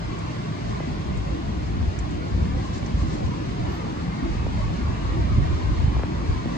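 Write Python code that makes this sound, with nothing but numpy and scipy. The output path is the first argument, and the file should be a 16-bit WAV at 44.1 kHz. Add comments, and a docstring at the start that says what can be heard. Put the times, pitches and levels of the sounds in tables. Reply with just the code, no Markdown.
"""Gusty wind on a hand-held camera throughout, in a wet city square at night, over the drone of far traffic.
Wind is noise shaped by breeze and gusts; big eddies thump both ports, small pops are falling chirps.
Traffic, tyre hum, rolling and wet hiss are coloured stereo noise whose narrow bands flicker at random.
A few drips tick (bursts of narrow noise), a sleeve brushes softly (strokes of cloth noise),
and something squeaks once, very high (a slightly unsteady sine)."""
import sys
import numpy as np
from scipy import signal
from scipy.fft import rfft, irfft, next_fast_len
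from scipy.io import wavfile
from scipy.ndimage import uniform_filter1d, map_coordinates

SR = 44100
rng = np.random.default_rng(int(sys.argv[2]) if len(sys.argv) > 2 else 0)


def master(y):
    """Save y as 16-bit WAV."""
    cut = np.clip(np.atleast_2d(y).T, -1, 1)
    pcm = np.round(cut * 32767)  # scale
    wavfile.write(sys.argv[1], SR, pcm.astype(np.int16))


N = 289737

# how busy the street is, as its tyre hum before the hum's own gain: t/s, level/dB
STREET_BUSY = [(0.0, -48), (0.75, -48.5), (1.66, -52), (3.3, -48.5), (5.6, -44.5), (6.17, -47.5),
               (6.45, -46)]


def amp(db):
    """Decibels to gain."""
    return 10 ** (np.asarray(db) / 20)


def unit(x):
    """Scale to rms 1."""
    return x / np.sqrt(np.mean(x ** 2) + 1e-20)


def along(points, hz):
    """Read (f/Hz, value) points on a log frequency axis."""
    f, value = np.transpose(points)
    return np.interp(np.log(hz + 1), np.log(f + 1), value)


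def curves(rows):
    """One value per sample for each column after the time."""
    s, *columns = np.transpose(rows)
    return [np.interp(np.arange(N) / SR, s, column) for column in columns]


def wobble(rate):
    """A smooth random curve, rate knots a second."""
    knots = rng.standard_normal(int(N * rate / SR) + 4)
    return map_coordinates(knots, [np.arange(N) * rate / SR])


def swell(s, length):
    """A bell-shaped rise and fall around time s; length is from the top down to 1/e."""
    return np.exp(-((np.arange(N) / SR - s) / length) ** 2)


def filtered(x, response):
    """x times a response of frequency."""
    m = next_fast_len(N + 8192)
    hz = np.fft.rfftfreq(m, 1 / SR)
    return irfft(rfft(x, m) * response(hz), m)[..., :N]


def rush(spectrum, alike):
    """Stereo noise of rms 1; alike(hz) is the left-right likeness, from -1 to 1."""
    def mid_side(hz):
        turn = np.arccos(np.clip(alike(hz), -1, 1)) / 2
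        return amp(along(spectrum, hz)) * [np.cos(turn), np.sin(turn)]

    mid, side = filtered(rng.standard_normal((2, N)), mid_side)
    return unit(np.array([mid + side, mid - side]))


def surge(s, length, rise_s=0.016, fall_s=0.02):
    """A gust sets in quickly at time s, holds for its length and dies away."""
    t = np.arange(N) / SR
    before = np.maximum(s - t, 0)
    after = np.maximum(t - s - length, 0)
    return np.exp(-(before / rise_s) ** 2 - after / fall_s)


def wind(lumps_db=2.6, lumps_per_s=26, flutter_db=1):
    """Gusts surge over a lumpy breeze; large eddies hit both ports, small ones flutter on each alone."""
    # colour of the buffeting at the microphone ports: f/Hz, relative level/dB per Hz
    buffet = [(10, -57), (24, -18), (37, -7.5), (55, 3), (78, -1.5), (105, -5.5), (140, -17.5), (300, -30),
              (700, -45.5), (2500, -78.5), (8000, -120)]
    # the breeze between the gusts: t/s, level/dB
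    breeze_levels = [(0.0, -34.5), (0.2, -38), (0.45, -38), (0.83, -37), (1.15, -32), (1.42, -32.5),
                     (1.8, -29.5), (2.24, -31), (2.55, -28), (2.86, -33), (3.05, -26), (3.4, -37.5),
                     (3.6, -30), (3.88, -36.5), (4.1, -30), (4.19, -44), (4.3, -32), (4.94, -29),
                     (5.1, -25), (5.8, -27), (6.12, -29.5), (6.2, -25), (6.57, -36.5)]
    # gusts on the ports: start t/s, level/dB, length/s
    gust_rows = [(0.072, -31, .04), (0.638, -33, 0.13), (0.88, -35, 0.13), (1.07, -29, .06),
                 (1.165, -25, 0.046), (1.28, -29, 0.04), (1.506, -31.5, 0.072), (1.68, -29, 0.083),
                 (1.824, -23, 0.066), (1.98, -27.5, 0.062), (2.333, -24.5, .1), (2.512, -26.5, 0.062),
                 (2.945, -25, 0.097), (3.244, -24, 0.029), (3.698, -28, 0.028), (4.23, -26, 0.22),
                 (4.547, -25.5, 0.15), (4.816, -25, 0.091), (5.196, -28, 0.05), (5.31, -20, 0.13),
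                 (5.484, -22.5, .08), (5.649, -21, 0.082), (5.786, -19.5, 0.12), (5.958, -19.5, 0.027),
                 (6.287, -23.5, 0.072)]
    breeze = amp(curves(breeze_levels)[0] + lumps_db * wobble(lumps_per_s))
    gusts = np.sqrt(sum((amp(db) * surge(s, length)) ** 2 for s, db, length in gust_rows))
    eddies = rush(buffet, lambda hz: along([(30, 0.75), (70, 0.5), (150, 0.68)], hz))
    # breeze and gusts alone set the slow swell of the turbulence
    power = uniform_filter1d(np.mean(eddies ** 2, axis=0), size=2000)
    eddies = eddies / np.sqrt(np.abs(power) + 1e-6)
    flutter = flutter_db * np.array([wobble(49), wobble(45)])
    return np.hypot(breeze, gusts) * amp(flutter) * eddies


def traffic(lead_s=0.00069, waver_db=0.5):
    """One engine swells and fades over the drone of far traffic; both reach the left port first."""
    # colour of the far drone: f/Hz, relative level/dB per Hz
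    drone_colour = [(20, -48.5), (65, -16.5), (95, -7), (165, -0.5), (225, -3.5), (270, -5), (315, -4),
                    (380, -10), (435, -15), (490, -26), (1000, -73.5), (8000, -120)]
    # the drone of far traffic: t/s, level/dB
    far_levels = [(0, -32.5), (2.6, -30), (5.5, -31.5), (6.57, -30)]
    # colour of the engine: f/Hz, relative level/dB per Hz
    motor = [(20, -73.5), (70, -27.5), (105, 0), (135, -3), (163, -2.5), (195, -13.5), (300, -40.5),
             (3000, -120)]
    # swells of the far engine: middle t/s, level/dB, length/s
    engine_rows = [(0.606, -32.5, 1.02), (3.093, -34.5, 0.96), (4.89, -36.5, 1.64)]
    alike = lambda hz: np.full_like(hz, .96)
    drone = amp(curves(far_levels)[0] + waver_db * wobble(9.9)) * rush(drone_colour, alike)
    swells = sum(amp(db) * swell(s, length) for s, db, length in engine_rows)
    engine = swells * rush(motor, alike)
    # half the lead advances the left port, half delays the right
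    ports = np.array([[1], [-1]])
    return filtered(drone + engine, lambda hz: np.exp(1j * np.pi * hz * lead_s * ports))


def rolling(level_db=-42.0, rise_db_per_s=0.06, lumps_db=2, left_db=2):
    """Tyres rush unevenly over the paving, wide, a little to the left and very slowly drawing nearer."""
    # f/Hz, relative level/dB per Hz
    colour = [(60, -70.5), (250, -22), (345, -6.5), (395, -6), (432, 2.0), (490, -1.0), (620, 0.0),
              (760, -3.0), (950, -12.5), (1600, -33.5), (12000, -120)]
    noise = rush(colour, lambda hz: np.full_like(hz, -.62))
    nearing_db = rise_db_per_s * (np.arange(N) - N / 2) / SR
    balance_db = left_db * np.array([[.5], [-.5]])
    return amp(level_db + nearing_db + lumps_db * wobble(16) + balance_db) * noise


def tyres(gain_db=2, lumps_db=1.7):
    """Tyre treads hum in a broad, flickering band near a kilohertz."""
    # f/Hz, relative level/dB per Hz
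    tread = [(100, -60), (750, -19), (940, -4), (1050, 0), (1130, -.5), (1200, -5), (1300, -13),
             (2000, -45), (8000, -120)]
    hum = rush(tread, lambda hz: np.full_like(hz, .15))
    return amp(curves(STREET_BUSY)[0] + gain_db + lumps_db * wobble(16)) * hum


def wet_street(level_db=-39.0, port_delay_s=0.00044, ripple=0.23, spray_db=.7):
    """Hiss from both ends of the street; the delay between the ports ripples its likeness."""
    # colour of tyres on wet stone: f/Hz, relative level/dB per Hz
    hiss_colour = [(120, -16), (400, -11), (680, -5.5), (900, -3.5), (1350, -8), (2050, -10), (2500, -13.5),
                   (3500, -16), (4500, -17.5), (5400, -21), (6700, -24.5), (8000, -32), (9500, -42.5),
                   (14500, -89)]
    # stereo image of the hiss before the ripple: f/Hz, left-right likeness
    hiss_alike = [(200, -1.5), (450, 0.66), (750, -.5), (1200, -0.45), (1700, -0.21), (2200, 0.21),
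                  (3200, -0.07), (9000, 0)]
    # stereo tilt of the hiss: f/Hz, left minus right/dB
    hiss_balance = [(300, -3), (700, 4), (1500, 0), (4600, 1.5), (6300, 0.5), (8200, -8.5), (9800, 2)]
    hiss_follows, spray_follows = 0.36, 0.27  # dB for each dB of tyre hum
    busy_db, = curves(STREET_BUSY)
    busy_db = busy_db - busy_db.mean()
    alike = lambda hz: along(hiss_alike, hz) + ripple * np.cos(2 * np.pi * hz * port_delay_s)
    tilt = lambda hz: amp(along(hiss_balance, hz) * np.array([[.5], [-.5]]))
    hiss = filtered(rush(hiss_colour, alike), tilt)
    # the fine spray, mostly above 3.5 kHz, comes and goes on its own
    spray = filtered(hiss, lambda hz: 1 - 1 / (1 + (hz / 3500) ** 4))
    coarse = (hiss - spray) * amp(hiss_follows * busy_db)
    fine = spray * amp(spray_follows * busy_db + spray_db * wobble(20))
    return amp(level_db) * (coarse + fine)


def patchy_bands(x):
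    """Narrow bands swell and drop out for a moment at random."""
    # depth of random flicker: f/Hz, depth/dB
    flicker = [(100, 1), (280, 2.0), (500, 3.5), (800, 3.3), (1150, 2.6), (2000, 2.9), (4000, 2.2),
               (8000, 1.9)]
    hz, _, z = signal.stft(x, SR, nperseg=1024)
    field = rng.standard_normal(z.shape[1:])
    field = uniform_filter1d(field, size=2, axis=0)
    field = uniform_filter1d(field, size=7, axis=1)
    # the colour shifts more than the loudness
    field = field - .5 * uniform_filter1d(field, size=9, axis=0)
    gain = amp(along(flicker, hz)[:, None] * unit(field))
    gain = gain / np.sqrt(np.mean(gain ** 2, axis=1, keepdims=True))
    return signal.istft(z * gain, nperseg=1024)[1][:, :N]


def drips(gain_db=-2.0, attack_s=0.001, t60_s=.045, spread=.17):
    """Each drop splashes on stone: a short spray around its own pitch."""
    # drips: t/s, level/dB before the gain, f/Hz
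    drip_rows = [(0.187, -43, 6800), (1.172, -44, 6800), (1.988, -35, 6500), (2.108, -45, 6600),
                 (2.778, -40, 6200), (2.861, -38.5, 5800)]
    out, t = np.zeros((2, N + SR)), np.arange(SR // 8) / SR
    hz = np.fft.rfftfreq(len(t), 1 / SR)
    for s, db, pitch_hz in drip_rows:
        band = np.exp(-.5 * (np.log((hz + 1) / pitch_hz) / spread) ** 2)
        noise = rng.standard_normal((2, len(t)))
        spray = unit(irfft(rfft(noise) * band, len(t)))
        envelope = amp(db + gain_db - 60 * t / t60_s) * (1 - np.exp(-t / attack_s))
        out[:, round(s * SR):][:, :len(t)] += envelope * spray
    return out[:, :N]


def sleeve(grain_db=3.5):
    """Cloth slides in soft, uneven strokes of coloured noise."""
    # strokes of the sleeve: middle t/s, level/dB, length/s
    stroke_rows = [(0.693, -51.5, 0.037), (2.66, -54, 0.052), (2.765, -48, .045), (3.04, -51, 0.11),
                   (3.162, -48.5, 0.05), (3.274, -51, 0.055)]
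    # f/Hz, relative level/dB per Hz
    colour = [(200, -86), (1500, -23.0), (4000, 5.0), (7200, 0.5), (8500, -12), (10000, -28), (15000, -83)]
    cloth = filtered(rng.standard_normal((2, N)), lambda hz: amp(along(colour, hz)))
    strokes = sum(amp(db) * swell(s, length) for s, db, length in stroke_rows)
    return strokes * unit(amp(grain_db * wobble(35)) * cloth)


def pops(cycles=1.61):
    """An eddy knocks in the ports: treble first, heavier bass milliseconds behind, then it stops dead."""
    # eddies popping: t/s, envelope peak level/dB, starting f/Hz, time to the peak/s
    pop_rows = [(0.8036, -23, 1750, .0032), (4.4655, -22, 1600, .003), (5.9662, -26, 1700, .0013),
                (5.9945, -25, 2100, .0022), (6.0341, -21, 3300, .0026), (6.457, -24.5, 1200, .003)]
    out, t = np.zeros(N + SR), np.arange(SR // 20) / SR
    for s, db, start_hz, peak_s in pop_rows:
        # the pitch falls from start_hz; cycles sets how slowly
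        phase = 2 * np.pi * cycles * np.log1p(t * start_hz / cycles)
        shape = np.sqrt(t / peak_s * np.exp((1 - (t / peak_s) ** 3) / 3))
        out[round(s * SR):][:len(t)] += amp(db) * np.sin(phase) * shape
    return out[:N]


def thumps(rebound=.15):
    """A large eddy passes: one deep drop of pressure between two smaller rises, the second the stronger."""
    # the largest eddies, on both ports at once: middle t/s, peak level/dB, half length/s
    thump_rows = [(1.333, -19, .0045), (1.899, -18, .0048), (2.345, -15.5, .005), (2.424, -15.5, .0052),
                  (2.948, -18, .0058), (3.272, -15, .0042), (4.852, -18, .0048), (5.214, -17, .0044),
                  (5.386, -4.5, .0037), (5.425, -11, .004), (5.846, -5.5, .0041), (5.881, -9.5, .0034),
                  (5.969, -18, .0044), (6.045, -17, .0038), (6.296, -16, .0046)]
    t, out = np.arange(N) / SR, np.zeros(N)
    for s, db, width in thump_rows:
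        u = (t - s) / width
        out -= amp(db) * (1 - 2 * u ** 2) * (1 + rebound * u) * swell(s, width)
    return out


def squeak(s=3.74, pitch_hz=13430, db=-64, length=.04):
    """One thin, faint squeak: a sine whose pitch trembles slightly."""
    phase = 2 * np.pi * np.cumsum(pitch_hz + 25 * wobble(80)) / SR
    return amp(db) * swell(s, length) * np.sin(phase)


def scene():
    """Wind on the ports over the sounds of the square."""
    ports = wind() + thumps() + pops()
    square = patchy_bands(traffic() + rolling() + tyres() + wet_street())
    return ports + square + drips() + sleeve() + squeak()


def record(dry, low_cut_hz=27, top_hz=14900):
    """The camera adds a trace of its own hiss, cuts the deepest bass and all above its band limit."""
    self_noise = amp(-75) * rng.standard_normal((2, N))
    band = lambda hz: (hz < top_hz) * (1 - 1 / (1 + (hz / low_cut_hz) ** 4))
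    return filtered(dry + self_noise, band)


dry = scene()
out = record(dry)
master(out)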